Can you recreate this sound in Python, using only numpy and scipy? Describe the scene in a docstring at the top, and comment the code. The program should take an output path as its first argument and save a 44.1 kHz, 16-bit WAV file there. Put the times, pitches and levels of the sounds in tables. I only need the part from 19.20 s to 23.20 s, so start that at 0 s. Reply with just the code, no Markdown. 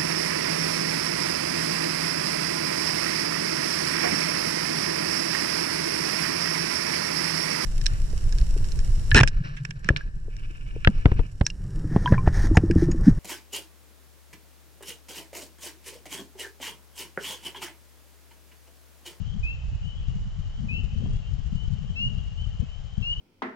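"""Spring peepers in a wetland at dusk

One frog is close: each peep is a pure rising whistle that flutters against its echoes and
lingers among the trees. Others answer from farther off, over a distant chorus. Wind buffets
each microphone port separately, above a soft hiss and faint electrical ticking."""
import sys
import numpy as np
from scipy import signal
from scipy.io import wavfile

SR = 44100
rng = np.random.default_rng(int(sys.argv[2]) if len(sys.argv) > 2 else 0)


def output_pcm(signal):
    """Save a mono or channel-first signal as 16-bit PCM at the path in sys.argv[1].

    Samples are clipped to [-1, 1] before scaling.
    """
    pcm = np.clip(np.atleast_2d(signal).T, -1, 1) * 32767
    wavfile.write(sys.argv[1], SR, np.round(pcm).astype(np.int16))


N = 176400
T = np.arange(N) / SR
CUTOFF_HZ = 7600


def from_db(db):
    """Decibels to gain."""
    return 10 ** (np.asarray(db) / 20)


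def unit_rms(x):
    """Scale to unit rms."""
    return x / np.sqrt(np.mean(np.abs(x) ** 2) + 1e-20)


def gain_at(spectrum, hz):
    """Gain of a dB spectrum, interpolated in log frequency."""
    freq_hz, db = np.transpose(spectrum)
    return from_db(np.interp(np.log(hz), np.log(freq_hz), db))


def band_noise(low_hz, high_hz, order=2):
    """White noise through a settled band-pass."""
    sos = signal.butter(order, [low_hz, high_hz], "band", fs=SR, output="sos")
    return signal.sosfilt(sos, rng.standard_normal(N + SR // 4))[-N:]


def drift(rate_hz):
    """Slow random wander, unit rms."""
    sos = signal.butter(2, rate_hz, fs=SR, output="sos")
    return unit_rms(signal.sosfilt(sos, rng.standard_normal(N + SR))[-N:])


def add(out, start_s, sound):
    """Mix a sound in at start_s."""
    i = int(start_s * SR)
    part = sound[:max(out.shape[-1] - i, 0)]
    out[i:i + len(part)] += part


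# Wind strength per port: time_s, level_db
GUSTS_LEFT = [(0, -28), (0.2, -28), (0.32, -31.5), (0.44, -33), (0.55, -28), (0.75, -28.5), (0.9, -27.5),
              (1.3, -30.5), (1.48, -26), (1.7, -27), (1.87, -23.5), (2.05, -27), (2.4, -28.5), (2.6, -28),
              (2.95, -26), (3.32, -31), (3.68, -31.5), (4, -31)]
GUSTS_RIGHT = [(0, -38), (0.12, -37), (0.25, -28.5), (0.55, -31.5), (0.64, -37), (1.0, -28), (1.22, -35.5),
               (1.4, -36), (1.6, -35.5), (1.9, -29.5), (2.08, -36), (2.3, -34), (2.45, -39), (2.9, -38.5),
               (3.4, -33.5), (3.55, -43.5), (3.85, -41.5), (4, -28)]
# Rumble spectrum per port: freq_hz, relative_density_db
RUMBLE_SPECTRUM_LEFT = [(20, 5.5), (50, 4.5), (110, 0), (160, -7), (210, -16.5), (260, -20), (370, -29),
                        (500, -41), (1000, -64)]
RUMBLE_SPECTRUM_RIGHT = [(20, -0.5), (50, -6.5), (80, -8.5), (120, -26.5), (180, -36), (260, -38.5),
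                         (400, -52), (1000, -80)]


def wind(gusts, spectrum, lump_db=1.99, brighten_per_octave=0.36):
    """Lumpy rumble at one port, brighter when the gust is strong."""
    gust_db = np.interp(T, *np.transpose(gusts))
    swing_db = gust_db - gust_db.mean() + lump_db * drift(rate_hz=18.4)
    edges_hz = 18 * 2 ** (np.arange(19) / 3)
    steady, gusting = 0, 0
    for low_hz, high_hz in zip(edges_hz, edges_hz[1:]):
        centre_hz = np.sqrt(low_hz * high_hz)
        band = gain_at(spectrum, centre_hz) * band_noise(low_hz, high_hz, order=3)
        sensitivity = 1.5 + brighten_per_octave * np.log2(centre_hz / 100)
        steady += band
        gusting += band * from_db(swing_db * sensitivity)
    return from_db(gust_db.mean()) * gusting / steady.std()


# Noise floor: freq_hz, relative_density_db
HISS_SPECTRUM = [(250, -6.5), (390, 2), (600, 1.5), (850, 0.5), (1100, -1.5), (1500, -4.5), (2300, -7),
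                 (3600, -8), (5500, -11.5), (7200, -14), (9000, -26)]


def hiss(left_db=-57, right_db=-57.5, shared_power=0.41):
    """Still air and the recorder's own noise, partly shared by the ports."""
    edges_hz = 250 * 2 ** (np.arange(12) / 2)
    noises = np.zeros((3, N))
    for noise in noises:
        for low_hz, high_hz in zip(edges_hz, edges_hz[1:]):
            noise += gain_at(HISS_SPECTRUM, np.sqrt(low_hz * high_hz)) * band_noise(low_hz, high_hz)
    shared, left, right = map(unit_rms, noises)
    ports = np.sqrt(shared_power) * shared + np.sqrt(1 - shared_power) * np.array([left, right])
    return from_db([[left_db], [right_db]]) * ports


# Whistle overtones: pitch_ratio, level_db
PEEP_OVERTONES = [(1.5, -32), (2, -37.5)]


def peep(length_s, start_hz, end_hz, swell_db=1.5, attack_s=0.0088, release_s=0.044, waver_hz=6.1):
    """A frog's rising whistle as a phasor; the fundamental swells, the faint overtones hold."""
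    t = np.arange(int((length_s + release_s / 2) * SR)) / SR
    progress = np.minimum(t / length_s, 1)
    ease = 0.29 * (np.sin(progress * np.pi / 2) ** 2 - progress)
    arch = 0.35 * progress * (1 - progress)   # steeper early on
    glide_hz = start_hz + (end_hz - start_hz) * (progress + ease + arch)
    waver = np.interp(progress, np.linspace(0, 1, 20), rng.standard_normal(20))
    phase = 2 * np.pi * np.cumsum(glide_hz + waver_hz * waver) / SR
    envelope = np.minimum(t / attack_s, 1) * np.minimum((t[-1] - t) / release_s, 1)
    fundamental = from_db(-swell_db * (1 - progress) ** 2) * np.exp(1j * phase)
    overtones = sum(from_db(db) * np.exp(1j * ratio * phase) for ratio, db in PEEP_OVERTONES)
    return np.sqrt(2) * envelope * (fundamental + overtones)


def at_ports(call, left_lead_cycles=0.34, right_db=-4.5):
    """A whistle reaches the right port weaker and out of phase."""
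    return np.real([call, from_db(right_db) * call * np.exp(-2j * np.pi * left_lead_cycles)])


def tree_scatter(calls, early_t60_s=0.16, late_t60_s=1.3, late_db=-9, build_s=0.011, right_db=-6.5):
    """Scatter from the trees: a quick decay, then a long faint one, different at each port."""
    t = np.arange(SR + SR // 2) / SR
    decay = from_db(-60 * t / early_t60_s) + from_db(late_db - 60 * t / late_t60_s)
    onset = 1 - np.exp(-(t / build_s) ** 2)
    tails = rng.standard_normal((2, len(t))) * decay * onset
    wet = [signal.fftconvolve(calls.real, unit_rms(tail) / np.sqrt(len(t))) for tail in tails]
    return np.array(wet)[:, :len(calls)] * from_db([[0], [right_db]])


def chorus(peeps_per_s=28, centre_hz=2908, spread_hz=125, rise_hz=177.6, level_db=-55, direct_db=-7.5):
    """Many distant frogs, heard mostly through the trees."""
    calls = np.zeros(N + SR, complex)   # 1 s lead-in
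    count = int(peeps_per_s * len(calls) / SR)
    for slot, (jitter, up, down) in enumerate(rng.random((count, 3))):
        pitch_hz = centre_hz + spread_hz * np.sqrt(6) * (up - down)
        call = peep(length_s=0.0917, start_hz=pitch_hz, end_hz=pitch_hz + rise_hz)
        add(calls, (slot + jitter) / peeps_per_s, call)
    calls = from_db(level_db) * unit_rms(calls)
    return (tree_scatter(calls) + from_db(direct_db) * at_ports(calls))[:, -N:]


# Eddies: peak_s, sigma_s, level_db, low_hz, high_hz, port (0 left, 1 right)
EDDIES = [(0.01, 0.014, -25.5, 90, 235, 0), (0.161, 0.01, -25, 110, 217, 0), (0.239, 0.01, -21, 25, 91, 1),
          (0.329, 0.036, -28, 25, 96, 1), (0.444, 0.023, -25.5, 25, 108.4, 1),
          (.525, 0.0056, -26.5, 25, 185, 1), (0.558, 0.009, -21, 25, 107, 1),
          (0.662, 0.02, -35, 70, 200, 0), (0.888, 0.011, -19, 25, 123, 0),
          (0.966, 0.0085, -22.5, 25, 190, 0), (1.066, 0.0095, -25.5, 25, 138.4, 1),
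          (1.191, 0.015, -24.5, 25, 152.5, 0), (1.429, 0.031, -26, 110, 237, 0),
          (1.558, 0.038, -29.5, 110, 281, 0), (1.758, 0.06, -34.5, 110, 244, 0),
          (1.846, 0.034, -24, 70, 275, 0), (1.825, 0.0045, -39, 330, 604, 0),
          (1.859, 0.0048, -39.5, 321, 930, 0), (1.909, 0.032, -26, 25, 100, 1),
          (1.962, 0.004, -18.5, 25, 160, 0), (2.134, 0.014, -19.5, 25, 112.4, 0),
          (2.268, 0.016, -22, 25, 142, 0), (2.328, 0.0035, -17.5, 49.6, 179, 0),
          (2.355, 0.0062, -16, 35, 149.6, 0), (2.528, 0.016, -21, 80, 169, 0),
          (2.608, 0.068, -31, 87.4, 222, 0), (2.864, 0.017, -21.5, 25, 141, 1),
          (2.88, 0.096, -31.5, 89.4, 226, 0), (3.206, 0.032, -23.5, 25, 108, 0),
          (3.27, 0.0052, -18.5, 25, 116, 0), (3.408, 0.0085, -15, 25, 130, 0),
          (3.432, 0.0048, -20, 100, 255, 0), (3.42, 0.013, -45.5, 330, 542, 0),
          (3.784, 0.004, -15, 25, 173, 0), (3.815, 0.012, -20, 25, 163, 0)]


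def buffets():
    """Each eddy strikes one port with a short low thud."""
    out = np.zeros((2, N))
    for peak_s, sigma_s, level_db, low_hz, high_hz, port in EDDIES:
        envelope = np.exp(-0.5 * ((T - peak_s) / sigma_s) ** 2)
        thud = envelope * band_noise(low_hz, high_hz, order=4)
        thud *= np.sqrt(np.sum(envelope ** 2) / np.sum(thud ** 2))
        out[int(port)] += from_db(level_db) * thud
    return out


# Far peeps: start_s, length_s, start_hz, end_hz, level_db, direct_gain_db
FAR_CALLS = [(0.044, 0.12, 3100, 3320, -62.5, 2), (0.04, 0.11, 2950, 3200, -62.5, 3.5),
             (0.626, 0.0772, 2884, 3020, -43.5, -4.5), (0.739, 0.059, 3140, 3350, -54.5, -2.5),
             (0.79, 0.08, 2530, 2700, -63.5, 2), (0.81, 0.092, 3110, 3280, -62, -3),
             (1.08, .08, 2727, 2950, -62, -5), (1.298, .1, 3066, 3170, -61.5, 3.5),
             (1.514, 0.068, 2884, 3030, -41, -10), (1.78, .09, 3026, 3220, -59, 4.5),
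             (1.9, 0.079, 3150, 3350, -60, 3), (2.02, 0.093, 2660, 2900, -59.5, 4),
             (2.186, 0.072, 3210, 3330, -63, -1), (2.354, 0.075, 2907, 3050, -45.5, -2),
             (2.598, 0.09, 2580, 2690, -68, 2.5), (2.621, 0.11, 3085, 3260, -62.5, 1.5),
             (2.656, 0.077, 2880, 3080, -58, 3), (2.962, 0.053, 3130, 3310, -61.5, 5),
             (3.171, 0.064, 2935, 3090, -43, -1.5), (3.41, 0.12, 2540, 2680, -65, 3),
             (3.48, 0.085, 2925, 3080, -55, 3.5), (3.721, 0.12, 3034, 3250, -54.5, -1.5),
             (3.943, 0.075, 2950, 3110, -41.5, -2.5)]


def far_frogs(scatter_db=-0.5):
    """Answering peeps, half lost in the scatter; some arrive by a clearer path."""
    calls, direct = np.zeros((2, N), complex)
    for start_s, length_s, start_hz, end_hz, level_db, direct_gain_db in FAR_CALLS:
        call = from_db(level_db) * peep(length_s, start_hz, end_hz)
        add(calls, start_s, call)
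        add(direct, start_s, from_db(direct_gain_db) * call)
    return at_ports(direct) + from_db(scatter_db) * tree_scatter(calls)


def ticking(rate_hz=30.03, offset_s=0.042, sigma_s=0.00069, level_db=-63, low_hz=2900):
    """Tiny regular bursts of hiss from the camera's electronics."""
    from_tick_s = (((T - offset_s) * rate_hz + 0.5) % 1 - 0.5) / rate_hz
    envelope = np.exp(-0.5 * (from_tick_s / sigma_s) ** 2)
    return from_db(level_db) * envelope * unit_rms(band_noise(low_hz, CUTOFF_HZ))


# Near peeps: start_s, length_s, start_hz, end_hz, level_db, swell_db, left_lead_cycles
NEAR_CALLS = [(0.228, 0.096, 2465, 2720, -33.5, 0, -0.38), (1.484, 0.11, 2485, 2760, -34, -1, -0.42),
              (2.754, .113, 2624, 2909, -24.5, 13, 0.44), (3.82, 0.12, 2686, 2956, -25, 11.5, 0.42)]
# Echoes from ground and trees: delay_s, gain_db
NEAR_ECHOES = [(.017, -21.5), (0.029, -14.5), (.046, -25.5)]


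def near_frog(scatter_db=-10.5):
    """Loud peeps that beat against their own echoes."""
    out = np.zeros((2, N))
    for start_s, length_s, start_hz, end_hz, level_db, swell_db, left_lead_cycles in NEAR_CALLS:
        call = from_db(level_db) * peep(length_s, start_hz, end_hz, swell_db)
        arrivals = np.zeros(N, complex)
        add(arrivals, start_s, call)
        scatter = from_db(scatter_db) * tree_scatter(arrivals)
        for delay_s, gain_db in NEAR_ECHOES:
            phase_turn = np.exp(2j * np.pi * rng.random())
            add(arrivals, start_s + delay_s, from_db(gain_db) * call * phase_turn)
        out += at_ports(arrivals, left_lead_cycles) + scatter
    return out


def scene():
    """Wind, hiss and ticking, with frogs near and far."""
    rumble = np.array([from_db(-1) * wind(GUSTS_LEFT, RUMBLE_SPECTRUM_LEFT),
                       from_db(-0.5) * wind(GUSTS_RIGHT, RUMBLE_SPECTRUM_RIGHT)])
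    return rumble + buffets() + hiss() + ticking() + near_frog() + far_frogs() + chorus()


# Dips in the microphone's response: centre_hz, q
MIC_NOTCHES = [(298, 1.65), (965, 16)]


def record(dry, grit_db=-32.5):
    """Two microphone dips, recorder noise in proportion to the signal, and a steep treble cut."""
    for centre_hz, q in MIC_NOTCHES:
        dry = signal.lfilter(*signal.iirnotch(centre_hz, q, fs=SR), dry)
    gritty = dry * (1 + from_db(grit_db) * rng.standard_normal(dry.shape))
    return signal.sosfilt(signal.butter(32, CUTOFF_HZ, fs=SR, output="sos"), gritty)


dry = scene()
out = record(dry)
output_pcm(out)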